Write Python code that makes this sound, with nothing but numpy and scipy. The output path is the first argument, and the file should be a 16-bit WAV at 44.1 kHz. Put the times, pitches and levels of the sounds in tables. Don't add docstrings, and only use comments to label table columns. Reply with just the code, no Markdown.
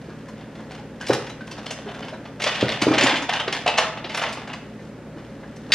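import sys
import numpy as np
from scipy import signal
from scipy.fft import rfft, irfft, next_fast_len
from scipy.io import wavfile

SR = 44100
rng = np.random.default_rng(int(sys.argv[2]) if len(sys.argv) > 2 else 0)


def wav_record(signal):
    frames = np.transpose(np.atleast_2d(signal))
    bounded = np.clip(frames, -1, 1)
    quanta = np.round(bounded * 32767).astype(np.int16)
    wavfile.write(sys.argv[1], SR, quanta)


N = 253134
TIME = np.arange(N) / SR

# (time [s], middle-zone level over 10 ms [dB], body re middle [dB],
# edge re middle [dB], the item's own resonance [Hz], its boost or cut [dB])
CLACK_EVENTS = [(0.285, -50, 9, -2.5, 1020, 10), (0.553, -49, 3, -6, 600, 11),
                (0.592, -56, 13, -12, 1000, 0), (0.713, -47.5, 7, -4, 724, 16),
                (0.785, -53, 13.5, -12, 850, 30), (1.01, -39, 8, -4.5, 1600, 14.5),
                (1.029, -43, 0, -14, 2000, 18), (1.052, -50, 1, -16, 2000, 16),
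                (1.067, -35.5, -10, -1, 5370, 8.0), (1.084, -36.5, 1, 1.5, 940, -12),
                (1.104, -34, 12.5, -11, 1250, 1.5), (1.131, -28.5, 3, -1.5, 1300, 7),
                (1.266, -39, 0, -7.5, 880, 5), (1.298, -40.5, 0.5, -3, 660, -8),
                (1.408, -42, 0, -17, 1560, 18), (1.472, -53, -12, 0, 3240, 6),
                (1.513, -38, -3, -2.5, 1010, 15), (1.58, -42.5, 8.5, -6.5, 726, 6),
                (1.661, -38.5, 1, -2, 3120, 10), (1.7075, -33, 0.5, -2.5, 620, 14),
                (1.887, -39.5, 3, -26, 694, 12), (1.944, -43.5, 4, -6, 900, 0),
                (2.026, -36.5, -3, -20, 930, 9), (2.083, -39, -0.5, -10, 970, 26),
                (2.254, -42.5, 4.5, -13, 600, 4), (2.401, -33, 1, -11, 630, 6),
                (2.42, -26, -7, -5.5, 610, 7), (2.439, -25, -5, -4.5, 610, 1),
                (2.464, -24, 0.5, -10.5, 580, 9.5), (2.477, -26.5, 0.5, -9.5, 2340, 4),
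                (2.516, -28.5, -2, -11, 2580, 2), (2.549, -29.5, -13, -12, 2590, 4),
                (2.58, -31, -11, -19, 844, 0), (2.609, -26, -8, -10, 650, 2), (2.665, -41, 1, -19, 940, 11),
                (2.691, -26.5, -0.5, -19, 615, 26), (2.718, -29, -1, -12, 620, 10),
                (2.818, -21.5, -4.5, -6, 980, 13), (2.917, -35, 9, -24, 646, 2),
                (2.938, -24, 4.5, -10.5, 645, 8), (2.982, -16, -6, -13, 616, 0),
                (3.01, -17, -4, -10.5, 580, 10), (3.025, -24, -3, -6, 730, 3),
                (3.035, -21, -11, -6.5, 785, 6), (3.068, -18.5, -6, -10, 1830, 10),
                (3.094, -22.5, -0.5, -13, 810, 8), (3.12, -26, -3, -23, 885, 12),
                (3.157, -23.5, -4, -13, 935, 14), (3.168, -29.5, -13, -8, 864, 11),
                (3.222, -32, 3, -5.5, 970, 10), (3.292, -22.5, 1.5, -17, 760, 8),
                (3.333, -25, -2, -9.5, 890, 21), (3.361, -31, -1, -10.5, 834, 5),
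                (3.398, -24, -4, -18, 3060, 9), (3.478, -29, 2.5, -11, 1210, 1),
                (3.5255, -26, -6, -9, 794, 7), (3.545, -37, 4, -15, 940, 4), (3.663, -25, 2.5, -13, 700, 9),
                (3.677, -18, -6, -14.5, 2540, 2), (3.777, -19.5, -3.5, -7, 650, 12),
                (3.784, -20.5, 3, -9.5, 1790, 6), (3.819, -30, 4, -22, 1760, 23),
                (3.832, -35, 7, -22, 1260, 10), (3.973, -36.5, 3.5, -11, 670, 8),
                (4.044, -31.5, -4.5, -19, 660, 18), (4.096, -31.5, -2, -12, 605, 9),
                (4.117, -36, -6, -10, 930, 7.0), (4.1455, -29.5, 1, -6, 1000, 4),
                (4.174, -26, -1, -7.5, 660, 5), (4.219, -30, 4, -9, 603, 19),
                (4.237, -27.5, -1, -29, 2070, 7), (4.261, -31, -0.5, -16, 820, -1),
                (4.288, -34, 0, -9, 1440, 14), (4.326, -36, -8, -2, 760, 8.0),
                (4.371, -39.5, 3.5, -11, 970, 8), (4.475, -42, 2, -8, 890, 12),
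                (4.498, -39, 1, -21, 965, 11), (4.533, -34.5, -2.5, -8.5, 664, 3),
                (4.79, -53, 3, -10, 1920, 19), (5.433, -52, 11, -23, 1920, 13),
                (5.562, -58, -3, 5.5, 600, 10.0), (5.736, -16, -11, -4.5, 1570, 6)]
# (time [s], level of the bend [dB], pitch [Hz],
# half the time to its fullest swell [cycles], ring at that pitch [dB], clatter [dB])
KNOCK_EVENTS = [(.086, -27, 280, 0.29, -55, -42.5), (1.0952, -16, 620, 0.48, -42, -34),
                (1.1002, -3, 431, 0.4, -26, -32), (1.108, -21, 570, 0.3, -34, -37),
                (1.11, -22, 834, 0.72, -34, -30), (1.106, -25, 1835, 1.9, -35, -37),
                (1.862, -30.5, 408, 1.7, -39, -37.5), (2.126, -28, 633, 1, -36, -34.5),
                (2.463, -27, 625, 1.6, -36, -36), (2.6276, -3.5, 382, 0.22, -48, -26.5),
                (2.82, -13, 298, 0.49, -29, -22.5), (2.868, -4.5, 382, 0.25, -40, -30),
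                (2.873, -10.5, 294, 1.05, -34, -23), (2.9088, -8.5, 315, 0.32, -36, -21),
                (2.941, -42, 348, 0.68, -29, -41), (2.973, -20, 310, 0.48, -27, -30),
                (3.023, -19, 360, 0.87, -35, -35), (3.038, -13.5, 273, 0.65, -26, -24.5),
                (3.127, -23, 310, 0.89, -35, -38), (3.187, -38, 290, 1, -43, -35),
                (3.218, -29, 285, 1.3, -37, -41), (3.293, -38, 890, 0.71, -31, -37),
                (3.478, -16.5, 394, 0.39, -47, -40), (3.6625, -27, 711, 0.91, -25.5, -35),
                (3.678, -23, 656, 1.2, -31, -38), (3.687, -16.5, 898, 1.1, -32, -32),
                (3.783, -26, 660, 1.3, -43, -28), (3.788, -14.5, 1063, 1.2, -33, -32),
                (3.826, -32, 1140, 2, -40, -31), (4.046, -30.5, 344, 0.88, -50, -34.5),
                (4.216, -22, 685, 0.65, -30, -23), (4.238, -33, 730, 0.91, -42, -43),
                (5.16, -37, 300, 0.84, -44, -43), (5.194, -36, 320, 0.72, -46, -47),
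                (5.698, -36, 506, 0.5, -42, -33.5)]


def from_db(db):
    return 10 ** (np.asarray(db) / 20)


def decay(t, t60):
    return np.exp(-np.log(1000) * t / t60)


def unit_energy(x):
    return x / np.sqrt(np.sum(x ** 2) + 1e-20)


def at_hz(points, hz):
    f, value = np.transpose(points)
    return np.interp(np.log(hz + 1e-6), np.log(f), value)


def colour(x, spectrum):
    size = next_fast_len(2 * len(x))
    gain = from_db(at_hz(spectrum, np.fft.rfftfreq(size, 1 / SR)))
    return irfft(rfft(x, size) * gain, size)[:len(x)]


def highpass(x, order, hz):
    return signal.sosfilt(signal.butter(order, hz, "high", fs=SR, output="sos"), x)


def add(out, s, sound):
    at = round(s * SR)
    out[at:at + len(sound)] += sound[:max(N - at, 0)]


def convolve(x, response):
    return signal.oaconvolve(x, response)[:N]


def ring(hits, modes, spread_db):
    out, t = np.zeros(N), TIME[:SR // 2]
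    hz, mode_db, t60 = np.transpose(modes)
    shapes = np.sin(2 * np.pi * hz[:, None] * t) * decay(t, t60[:, None])
    lucks = rng.standard_normal((len(hits), len(modes)))
    for (s, db, *_), luck in zip(hits, lucks):
        strengths = from_db(db + mode_db + spread_db * luck)
        add(out, s, strengths @ shapes)
    return out


def machine():
    # (frequency [Hz], level [dB rms])
    hum = [(59.8, -57.5), (119.7, -49), (156.5, -48), (175, -56), (211, -51), (218, -53)]
    # (frequency [Hz], relative density [dB per Hz])
    fan = [(20, -27), (45, -13), (90, -10), (135, -7.5), (185, -5), (222, 1.5), (280, -0.5), (345, -6.5),
           (440, -5), (495, -7.5), (550, -3.5), (630, -12.5), (750, -14.5), (1150, -20), (1650, -18.5),
           (3200, -30.5), (6300, -39.5), (10000, -48), (14000, -55)]
    fan_db = -40
    air = [unit_energy(colour(rng.standard_normal(N), fan)) * np.sqrt(N) for channel in range(2)]
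    mid, side = from_db(fan_db) * np.array(air)
    for hz, db in hum:
        waver = np.interp(TIME, np.linspace(0, TIME[-1], 30), rng.standard_normal(30))
        phase = 2 * np.pi * (hz * TIME + rng.random()) + .5 * waver
        mid = mid + np.sqrt(2) * from_db(db) * np.sin(phase)
    return np.array([mid, side])


def kitchen(x, room_db, build_up_s):
    # (frequency [Hz], t60 [s])
    kitchen_t60 = [(120, 0.9), (300, 0.49), (700, 0.62), (1800, 0.69), (4800, 0.45), (8000, 0.38),
                   (13000, 0.3)]
    t = TIME[:SR * 3 // 4]
    tail, edges = 0, np.geomspace(60, 19000, 12)
    for low, high in zip(edges, edges[1:]):
        band_filter = signal.butter(2, [low, high], "band", fs=SR, output="sos")
        band = signal.sosfilt(band_filter, rng.standard_normal(len(t)))
        tail = tail + band * decay(t, at_hz(kitchen_t60, np.sqrt(low * high)))
    build_up = 1 - np.exp(-(t / build_up_s) ** 2)
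    return from_db(room_db) * convolve(x, unit_energy(tail * build_up))


def roaming_tail(x, room_db, reaches_per_s=2.239):
    place = np.pi * reaches_per_s * TIME
    shares = (np.cos(place), np.sin(place))
    return sum(kitchen(x * share, room_db, build_up_s=0.011) for share in shares)


def compartment(x, echo_db=-7, t60=.14):
    t = TIME[:SR // 8]
    echoes = unit_energy(rng.standard_normal(len(t)) * decay(t, t60) * (t > .003))
    direct = t == 0
    return signal.fftconvolve(x, from_db(echo_db) * echoes + direct)[:N]


def plastic_modes(count=800):
    # (frequency [Hz], relative mode level [dB])
    plastic = [(250, -79), (450, -1), (750, 1.5), (1000, -1), (1450, -2.5), (1900, -2), (2900, -2),
               (4000, -8.5), (5200, -15), (6800, -23.5), (8000, -30), (9300, -32.5), (12000, -42.5),
               (15000, -58)]
    zone_edges = [1800, 5300]
    hz = np.linspace(280, 15000, count) + rng.uniform(-9, 9, count)
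    zone = np.searchsorted(zone_edges, hz * np.exp(.17 * rng.standard_normal(count)))
    waves = np.sin(2 * np.pi * hz[:, None] * TIME[:SR // 10])
    shapes = from_db(at_hz(plastic, hz))[:, None] * waves
    return [(hz[zone == k], shapes[zone == k]) for k in range(3)]


def strike(modes, t60, rise_s, colour_db=0, patchy_db=2.0):
    hz, shapes = modes
    t = TIME[:shapes.shape[1]]
    pitch_grid = np.linspace(np.log(280), np.log(15000), 40)
    favoured = np.interp(np.log(hz), pitch_grid, rng.standard_normal(40))
    strengths = from_db(colour_db + patchy_db * favoured) * rng.standard_normal(len(hz))
    bite = 1 - np.exp(-(t / rise_s) ** 1.4)
    return unit_energy(strengths @ shapes * decay(t, t60) * bite)


def contact(zones, db, body_db, edge_db, t60, rise_s, item_hz=1000, boost_db=0):
    item_width = 0.13
    top_from_hz, top_tilt = 4400, 0.6
    ten_ms = SR / 100
    blow = 0
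    for modes, zone_db in zip(zones, (body_db, 0, edge_db)):
        hz = modes[0]
        resonance_db = boost_db * np.exp(-(np.log(hz / item_hz) / item_width) ** 2)
        top_db = top_tilt * edge_db * np.log2(np.maximum(hz / top_from_hz, 1))
        blow = blow + from_db(db + zone_db) * strike(modes, t60, rise_s, resonance_db + top_db)
    return np.sqrt(ten_ms) * compartment(blow)


def drag_force():
    # (time [s], length [s], level [dB], body re level [dB],
    # edge re level [dB])
    drags = [(0.346, 0.089, -55, 3.5, -15), (0.567, 0.036, -56, 9, -5), (0.684, 0.093, -49.5, 2, -9),
             (0.992, 0.23, -47.5, -3, -7), (1.43, 0.4, -50.5, 4, -9.5), (1.865, 0.22, -48.5, 7.5, -8.5),
             (2.393, 0.23, -32.5, -3, -14.5), (2.658, 0.2, -33, -2, -14.5), (2.937, 0.19, -29, 3, -19),
             (3.288, 0.11, -34.5, 4.5, -17), (3.517, 0.025, -32.5, 1, -9), (3.675, 0.16, -34, 0, -19),
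             (4.115, 0.18, -37.5, 1, -15), (4.323, 0.083, -44.5, 5, -16), (4.458, 0.094, -47, 6.5, -15),
             (4.777, 0.037, -62, 0, -0.5), (5.15, 0.09, -60.5, 1, -10)]
    # (time [s], level [dB])
    rustle = [(0, -58.5), (.22, -61.5), (.5, -66), (.85, -72), (.97, -63), (1.35, -66), (2.3, -63),
              (4.7, -66), (4.86, -62), (5.05, -87), (5.25, -65), (5.7, -59)]
    rustle_zones_db = [1.5, 0, -5.5]
    attack_s, release_t60_s = 0.025, 0.28
    rustle_db = np.interp(TIME, *np.transpose(rustle))
    power = np.outer(from_db(rustle_zones_db), from_db(rustle_db)) ** 2
    for s, length, db, body_db, edge_db in drags:
        build = np.clip((TIME - s) / attack_s, 0, 1)
        release = decay(np.maximum(TIME - s - length, 0), release_t60_s)
        power += np.outer(from_db([body_db, 0, edge_db]), from_db(db) * build * release) ** 2
    return np.sqrt(power)


def scrape(zones, slips_per_s=75, uneven_db=3.9, count=7):
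    out, force = np.zeros(N), drag_force()
    for point in range(count):
        slipping = rng.random(N) < slips_per_s / SR
        slips = slipping * from_db(uneven_db * np.minimum(rng.exponential(1, N), 4))
        slips = unit_energy(slips * rng.choice([-1, 1], N)) * np.sqrt(N / count)
        for modes, gain in zip(zones, force):
            out += convolve(slips * gain, strike(modes, t60=0.023, rise_s=0.000071, patchy_db=1.7))
    return out


def bottles():
    # (frequency [Hz], level re the clack [dB], t60 [s])
    bottle_modes = [(869, -19.5, 0.8), (1093, -28, 0.33), (1300, -22.5, 0.65), (1870, -20, 0.36),
                    (2460, -23.5, 0.22), (2990, -21, 0.17), (3180, -25, 0.13), (3460, -16, 0.21)]
    return ring(CLACK_EVENTS, bottle_modes, spread_db=3)


def clinks():
    # (time [s], level [dB], pitch [Hz])
    touches = [(1.131, -40, 9440), (2.821, -31, 7100), (2.984, -33, 7100), (3.0365, -20.5, 7120),
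               (4.17, -33.5, 9250), (4.326, -60, 9400)]
    # (ratio to its pitch, level [dB], t60 [s])
    glass_modes = [(1, -3, .075), (1.012, -24, .13), (1.24, -17, .07)]
    out = np.zeros(N)
    for s, db, hz in touches:
        modes = [(hz * ratio, level, t60) for ratio, level, t60 in glass_modes]
        out += ring([(s, db)], modes, spread_db=2)
    return out


def ticks(zones):
    # (time [s], middle-zone level over 10 ms [dB], pitch [Hz])
    flicks = [(1.012, -41, 2250), (1.0703, -39, 5600), (1.0852, -45, 5400), (1.0958, -38, 5400),
              (1.1075, -39, 5700), (1.1337, -30.5, 5460), (1.1492, -38, 4600), (1.666, -35.5, 4700),
              (1.7113, -38.5, 4370), (2.442, -26.5, 4280), (2.475, -30, 3300), (2.6099, -33, 6050),
              (2.6918, -30.5, 3870), (2.722, -30.5, 3240), (2.8217, -26.5, 4700), (2.9835, -27, 3000),
              (3.0695, -30, 3340), (3.095, -31, 3300), (3.0118, -25, 3070), (3.2952, -33, 2660),
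              (3.338, -30, 4100), (3.4018, -33, 3120), (3.4815, -33, 4900), (3.5275, -27.5, 3760),
              (3.664, -35, 2410), (3.6785, -27, 2560), (3.784, -21, 2450), (3.7879, -24.5, 3700),
              (4.148, -33.5, 3400), (4.2385, -36, 2730)]
    out = np.zeros(N)
    for s, db, hz in flicks:
        add(out, s, contact(zones, db, body_db=-7, edge_db=-6.5, t60=0.013, rise_s=0.00011,
                            item_hz=hz, boost_db=10))
    return out


def bin_snaps(zones):
    # (time [s], level [dB])
    snaps = [(5.7202, -17), (5.7242, -21.5)]
    # (frequency [Hz], level re the snap [dB], t60 [s])
    bin_modes = [(1610, -13, 0.06), (1600, -2, 0.083), (2810, -24, 0.075), (3700, 2, 0.065),
                 (4370, -2, .06), (4700, 1.5, 0.11)]
    out = ring(snaps, bin_modes, spread_db=3)
    for s, db in snaps:
        add(out, s, contact(zones, db + 1.5, body_db=-19, edge_db=-8.5, t60=0.03, rise_s=0.00018))
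    return out


def knocks():
    # (frequency [Hz], level re the knock [dB], t60 [s])
    liner_modes = [(129.4, -19.5, 0.24), (174, -29, 0.21), (238, -23.5, 0.27), (294, -32, .3),
                   (447, -30, 0.53)]
    liner_pitch_hz, liner_loss_db_per_octave = 447, 32
    out, t = np.zeros(N), TIME[:SR // 10]
    shakes = []
    for s, db, hz, cycles, ring_db, _ in KNOCK_EVENTS:
        swell_s = cycles / hz
        push = (t / (2 * swell_s)) ** 2 * np.exp(2 - t / swell_s)
        bend = from_db(db) * push * np.sin(2 * np.pi * hz * t)
        add(out, s, compartment(bend, echo_db=-5, t60=.07))
        out += ring([(s, ring_db)], [(hz, 0, 0.092)], spread_db=6)
        octaves_above = max(np.log2(hz / liner_pitch_hz), 0)
        shakes.append((s, db - liner_loss_db_per_octave * octaves_above))
    out += ring(shakes, liner_modes, spread_db=0.5)
    return highpass(out, 3, 85)


def clatter(zones):
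    out, lag_s = np.zeros(N), 0.00201
    for s, *_, body_level_db in KNOCK_EVENTS:
        add(out, s + lag_s, contact(zones, body_level_db - 12.5, body_db=12.5, edge_db=-6.5,
                                    t60=0.14, rise_s=0.006))
    return out


def clacks(zones):
    lead_in_s, lead_in_db = .003, -12.5
    out = np.zeros(N)
    for s, db, body_db, edge_db, item_hz, boost_db in CLACK_EVENTS:
        lead_in = contact(zones, db + lead_in_db, body_db, edge_db, t60=0.011, rise_s=0.0019)
        add(out, s - lead_in_s, lead_in)
        rise_s = 0.00093 * from_db(0.6 * body_db)
        add(out, s, contact(zones, db, body_db, edge_db, 0.091, rise_s, item_hz, boost_db))
    return out


def scene():
    # (frequency [Hz], gain on the side signal [dB])
    width = [(25, -33), (60, -26), (125, -32), (250, -20), (500, -19.5), (1000, -15.5), (2000, -15),
             (4000, -5), (8000, 4), (12000, 6.5)]
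    zones = plastic_modes()
    hard = scrape(zones) + bottles() + clinks() + ticks(zones)
    hard += bin_snaps(zones) + clatter(zones) + clacks(zones)
    hard = highpass(hard, 2, 140)
    dull = knocks()
    close = hard + dull
    shifted = -signal.hilbert(close, next_fast_len(N + SR))[:N].imag
    direct = np.array([close, from_db(-7) * shifted])
    wet = np.array([roaming_tail(hard, room_db=-10) + kitchen(dull, room_db=-9.5, build_up_s=0.0065)
                    for channel in range(2)])
    mid, side = direct + wet * from_db([[0], [2.5]]) + machine()
    side = colour(side, width)
    return np.array([mid + side, mid - side])


def record(dry):
    rounded = dry / (1 + (dry / .95) ** 6) ** (1 / 6)
    return signal.sosfilt(signal.cheby2(12, 70, 15900, fs=SR, output="sos"), rounded)


dry = scene()
out = record(dry)
wav_record(out)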